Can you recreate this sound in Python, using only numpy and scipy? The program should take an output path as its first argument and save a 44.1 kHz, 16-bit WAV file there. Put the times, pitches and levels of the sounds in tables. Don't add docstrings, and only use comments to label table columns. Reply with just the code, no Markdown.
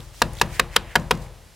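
import sys
import numpy as np
from scipy import signal
from scipy.fft import rfft, irfft
from scipy.io import wavfile

SR = 44100
rng = np.random.default_rng(int(sys.argv[2]) if len(sys.argv) > 2 else 0)


def put_to_file(sound):
    columns = np.atleast_2d(sound).T
    safe = np.clip(columns, -1, 1)
    whole_steps = np.round(safe * 32767)
    wavfile.write(sys.argv[1], SR, whole_steps.astype(np.int16))


def field_ratio(decibels):
    return 10 ** (np.asarray(decibels, dtype=float) / 20)


N = 68355


def evened(x):
    return x / np.sqrt(np.mean(x ** 2) + 1e-20)


def read(points, hz):
    f, value = np.transpose(points)
    return np.interp(np.log(hz + 1), np.log(f + 1), value)


def add(mix, start_s, sound):
    at = round(start_s * SR)
    sound = sound[max(-at, 0):]
    part = mix[max(at, 0):][:len(sound)]
    part += sound[:len(part)]


def colour(x, points):
    gain = field_ratio(read(points, np.fft.rfftfreq(x.shape[-1], 1 / SR)))
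    return irfft(rfft(x) * gain, x.shape[-1])


def band(x, hz, width_hz):
    return signal.lfilter(*signal.iirpeak(hz, hz / width_hz, SR), x)


def modes(table, length_s, turns, factor=0.98, extra_db=0.):
    hz, db, t60_s = np.transpose(table)[:, :, None]
    t = np.arange(round(length_s * SR)) / SR
    sines = np.sin(2 * np.pi * (hz * factor * t + turns))
    return (field_ratio(db + extra_db - 60 * t / t60_s) * sines).sum(0)


# t/s, case pitch factor, table sway/dB, table thump/dB, rattle/dB
SLAPS = [
    (-.04, 1.01, -34, -43.5, -47),
    (0.217, 0.99, -27, -30, -39),
    (0.4115, 1.006, -27, -30, -37.5),
    (0.5951, 1.025, -33, -36.5, -41),
    (0.7606, 1.004, -33, -40, -41.5),
    (0.9548, 0.97, -28, -26, -38),
    (1.1075, 1, -28.5, -26.5, -38.5),
]
CONTACT_S = [.2178, .2189, .2221, .2252, .4133, .4144, .4175, .4196, .5947, .5964, .5980, .5996, .6033,
             .7604, .7622, .7636, .7643, .7665, .9547, .9558, .9582, .9600, .9652, 1.1085, 1.1095, 1.1116,
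             1.1137, 1.1189]
# force/dB, crack/dB, crack centre f/Hz
CONTACTS = [(-3.5, -54, 3500), (-8.5, -1, 1510), (-4, -5.5, 3120), (-46, -19, 2700), (-17, -15, 1600),
            (-1, -3.5, 1860), (-25, -9.5, 3200), (-19.5, -10, 2900), (-22.5, -19.5, 950), (-5, -7.5, 3000),
            (-14.5, -0.5, 850), (-42, -11, 1300), (-19, -41, 5500), (-21, -17, 2100), (-14.5, -12.5, 920),
            (-16, -2, 2100), (-3, -1, 2100), (-13.5, -5, 1930), (-10, -13, 4700), (-4.5, -17.5, 2900),
            (-39, -1.5, 1920), (-4, -17, 2000), (-17, -21, 680), (-46, -19.5, 740), (-3, -9.5, 890),
            (-8.5, -7.5, 1800), (-7.5, -8, 1270), (-15.5, -27, 880)]
# f/Hz, level/dB, t60/s
CASE = [(500, -6.5, 0.04), (737, -6.5, 0.017), (977, 2, 0.016), (1189, 3.5, 0.014), (1521, -3.5, 0.026),
        (1685, 0.5, 0.017), (2265, -5.5, 0.021), (2509, -4.5, 0.017), (3280, -1, 0.013), (3685, -4, 0.019),
        (4910, -1.5, 0.0093), (5400, -25.5, 0.03), (7820, -11, 0.012)]
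LANDING_LOW = [(-1, 3, -3, -0.5, -19), (-2, -20, 5.5, 0, -24), (1.5, -15, 4, 0.5, 8.5), (-4, 0, -11, 5, -3),
               (-9, 5, 1.5, -10, 3), (-4.5, 5.5, 2.5, -2.5, -9)]
LANDING_HIGH = [(3, -20, -7, -5, 0), (5.5, 2, 4, -3, 1), (3, -4, 9, -3, 4), (3.5, 6, -15, 4, -20),
                (7, 5, -6, 3, -4.5), (-3, -17, 2.5, 0, -4)]


def slaps():
    crack_fall_s, touch_s = 0.0012, 0.00024
    crack_q, crack_top_hz, broad_db = 2.45, 11700, -8
    spot_db = 2.5
    soft_dull = 0.14
    out, t = np.zeros(N), np.arange(400) / SR
    noise = rng.standard_normal((len(CONTACTS), len(t) + len(CASE)))
    top = signal.butter(2, crack_top_hz, fs=SR)
    octaves = np.log2(np.maximum(np.array(CASE)[:, :1] / 1000, 1))
    for s, (force_db, crack_db, hz), grit in zip(CONTACT_S, CONTACTS, noise):
        slap = sum(row[0] < s + .003 for row in SLAPS[1:]) - 1
        spot, grit = grit[:len(CASE), None], grit[len(CASE):]
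        favour_db = np.zeros((len(CASE), 1))
        favour_db[:10, 0] = np.hstack([LANDING_LOW[slap], LANDING_HIGH[slap]])
        favour_db = favour_db + soft_dull * min(crack_db - force_db, 0) * octaves
        ring = modes(CASE, 0.046, 0, SLAPS[slap + 1][1], favour_db + spot_db * spot)
        onset = 1 - np.exp(-np.arange(len(ring)) / SR / touch_s)
        add(out, s, field_ratio(force_db - 6.5) * ring * onset)
        burst = grit * np.exp(-t / crack_fall_s)
        crack = band(burst, hz, hz / crack_q)
        broad = field_ratio(broad_db) * signal.lfilter(*top, burst)
        add(out, s, field_ratio(crack_db) * (crack / abs(crack).max() + broad))
    return signal.lfilter(*signal.butter(2, 150, "high", fs=SR), out)


# f/Hz, level/dB, t60/s
SWAY = [(44.84, -1, 0.91), (56.1, -4.5, 0.65), (65.95, -9.5, 1), (82.3, -6, 1), (103.04, -7, 0.85),
        (126.4, -3, 0.71)]
# f/Hz, level/dB, t60/s
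THUMP = [(156.2, -5.5, 0.44), (172, -2.5, 0.27), (191.4, -12.5, 0.54), (215.2, -2, 0.24),
         (258.1, -12, 0.34)]
# f/Hz, width/Hz, level/dB, t60/s
RATTLE = [(324, 48, 2, 0.35), (507, 71, 10.5, 0.14), (560, 140, -2, 1), (684, 34, -13.5, 1),
          (815, 117, -6, 1), (970, 83, 0, 0.34), (1120, 200, 3.5, 0.11), (1780, 250, -25, 0.45)]
# f/Hz, level over the rattle/dB, t60/s
CLING = [(356.8, 2.5, 0.57)]


def table():
    length_s, sway_rise_s, thump_rise_s, rattle_rise_s = .6, 0.036, 0.011, 0.0015
    push = [(63, 4.5, 0.046)]
    out, t = np.zeros(N), np.arange(round(length_s * SR)) / SR
    fade = np.minimum((t[-1] - t) / .2, 1)
    turns = rng.random((len(SWAY) + len(THUMP), 1))
    noise = rng.standard_normal((len(SLAPS), len(t)))
    for (s, _, sway_db, thump_db, rattle_db), grit in zip(SLAPS, noise):
        sway = modes(SWAY, length_s, turns[:len(SWAY)]) * (1 - np.exp(-t / sway_rise_s))
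        sway = sway + modes(push, length_s, 0)
        thump = modes(THUMP, length_s, turns[len(SWAY):]) * (1 - np.exp(-t / thump_rise_s)) ** 2
        rattle = modes(CLING, length_s, 0)
        for hz, width_hz, db, t60_s in RATTLE:
            rattle = rattle + field_ratio(db - 60 * t / t60_s) * evened(band(grit, hz, width_hz))
        rattle = rattle * (1 - np.exp(-t / rattle_rise_s))
        shake = field_ratio(sway_db) * sway + field_ratio(thump_db) * 2 * thump + field_ratio(rattle_db - 3) * rattle
        add(out, s, fade * shake)
    return out


# t/s, level/dB, f/Hz, width/Hz
TICKS = [(.0045, -33.5, 3570, 1470), (0.1446, -37, 1400, 3000), (0.3344, -33.5, 8550, 5000),
         (0.3527, -34, 5300, 3500), (0.3694, -34, 3650, 700), (0.3862, -30, 3650, 600),
         (0.3986, -26, 3620, 600), (0.729, -39, 4000, 3000), (0.8348, -57, 5760, 5000),
         (.998, -35, 6840, 4001), (1.022, -51, 7050, 5000), (1.152, -34.5, 5640, 4060),
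         (1.175, -38.5, 6360, 5000)]


def ticks():
    fall_s, edge_fall_s, edge_db = 0.0011, 0.0012, -10
    out, t = np.zeros(N), np.arange(500) / SR
    noise = rng.standard_normal((len(TICKS), len(t)))
    for (s, db, hz, width_hz), grit in zip(TICKS, noise):
        ring = np.exp(-np.pi * width_hz * t) * np.cos(2 * np.pi * hz * t)
        click = grit * np.exp(-t / fall_s)
        for _ in range(2):
            click = np.convolve(click, ring)[:len(t)]
        edge = field_ratio(edge_db) * grit * np.exp(-t / edge_fall_s)
        add(out, s, field_ratio(db) * (click / abs(click).max() + edge))
    return out


# t/s, rustle level/dB, share of paper rub/dB
MOVE = [(0, -52.5, -18), (.04, -52.5, -33), (0.123, -59, -27.5), (.155, -48.5, -37), (.205, -47, -36),
        (.28, -58.5, -12), (.39, -44.5, -6.5), (.47, -58, -0.5), (.55, -39.5, -5), (.6, -49.5, 5.5),
        (0.669, -71.5, 10), (0.742, -45.5, 2), (.83, -69.5, 14), (0.919, -50.5, 6.5), (.96, -63.5, 10),
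        (1.17, -67, -29), (1.22, -50, -41), (1.268, -57, 6)]
# f/Hz, level/dB per Hz
RUSTLE = [(200, -33), (500, -4), (1200, -8), (2500, -3), (5000, -2), (9000, -4.5), (13000, -12.5),
          (16000, -11)]


def rustle():
    grain_db, grains_per_s = 1.2, 9000
    rub_hz, rub_width_hz = 1970, 1550
    s, level_db, rub_db = np.transpose(MOVE)
    t = np.arange(N) / SR
    size = field_ratio(grain_db * np.minimum(rng.exponential(1, N), 5))
    hit = rng.random(N) < grains_per_s / SR
    grains = rng.standard_normal((3, N)) * (.5 + size * hit)
    fizz = evened(colour(grains[0] + 0.86 * grains[1:], RUSTLE))
    rub = evened(band(band(grains[0], rub_hz, rub_width_hz), rub_hz, rub_width_hz))
    level = field_ratio(np.interp(t, s, level_db, right=-90))
    return level * (fizz + field_ratio(np.interp(t, s, rub_db)) * rub)


# f/Hz, t60/s (held to at least 0.05 s)
ROOM_T60 = [(300, 6.5), (1100, 0.03), (2900, 1.3), (7700, -0.9), (15000, -2.37)]
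# f/Hz, level/dB
ROOM_TONE = [(200, 8.5), (700, 3.1), (2000, -6.5), (5000, -3), (14000, -26)]


def room(x):
    gap_s, level_db, side_share = .002, -18.5, 0.35
    early_t60_s, early_db, early_tilt = 0.077, 19, 0.14
    taps = np.zeros((2, SR // 2))
    slots = np.arange(0, SR // 2 - 20, 20)
    at = slots + rng.integers(0, 20, (2, len(slots)))
    np.put_along_axis(taps, at, rng.choice([-1., 1.], at.shape), 1)
    hz, t, z = signal.stft(taps, SR, nperseg=128)
    late = field_ratio(-60 * t / np.maximum(read(ROOM_T60, hz), .05)[:, None])
    haste = np.maximum(hz[:, None] / 1000, 1) ** early_tilt
    early = field_ratio(early_db - 60 * t / early_t60_s * haste)
    z = z * (late + early) * field_ratio(read(ROOM_TONE, hz)[:, None])
    mid, side = signal.istft(z, SR, nperseg=128)[1]
    tail = np.array([mid + side_share * side, mid - side_share * side])
    tail = tail / np.linalg.norm(mid) * np.linspace(1, 0, len(mid)) ** 2
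    tail = np.pad(tail, ((0, 0), (round(gap_s * SR), 0)))
    return field_ratio(level_db) * signal.fftconvolve(x[None], tail, axes=1)[:, :N]


# f/Hz, level/dB per Hz
HUSH = [(20, -25), (45, -3), (110, -6), (250, -18), (900, -22), (4400, -26), (11000, -31), (16000, -39)]
# f/Hz, correlation
SAME = [(60, 1), (240, 0.49), (950, 0.68), (3770, 1), (15000, 0.32)]


def hush():
    a, b = rfft(rng.standard_normal((2, N)))
    same = np.clip(read(SAME, np.fft.rfftfreq(N, 1 / SR)), -1, 1)
    pair = irfft([a, same * a + np.sqrt(1 - same ** 2) * b], N)
    return field_ratio(-50.5) * evened(colour(pair, HUSH))


# f/Hz, left over right level/dB
LEAN = [(60, 6), (240, 2), (950, 0.5), (3770, 0.5), (15000, 1)]


def scene():
    port_delay_s = .000011
    hits = slaps()
    near = rfft(hits + table() + ticks(), 2 * N)
    hz = np.fft.rfftfreq(2 * N, 1 / SR)
    lean = field_ratio(read(LEAN, hz) / 2) * np.exp(-1j * np.pi * hz * port_delay_s)
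    direct = irfft([near * lean, near / lean])[:, :N]
    return direct + room(hits) + rustle() + hush()


def low_pass(x):
    return signal.sosfilt(signal.butter(12, 16650, fs=SR, output="sos"), x)


def record(dry):
    bass_cut_hz, limit, edge_hz = 25, .92, 16200
    cut = signal.sosfilt(signal.butter(2, bass_cut_hz, "high", fs=SR, output="sos"), dry)
    soft = limit * np.tanh(cut / limit)
    edge = signal.firwin(101, edge_hz, fs=SR)[None]
    mix = signal.oaconvolve(soft, edge, "same")
    return low_pass(mix)


dry = scene()
out = record(dry)
put_to_file(out)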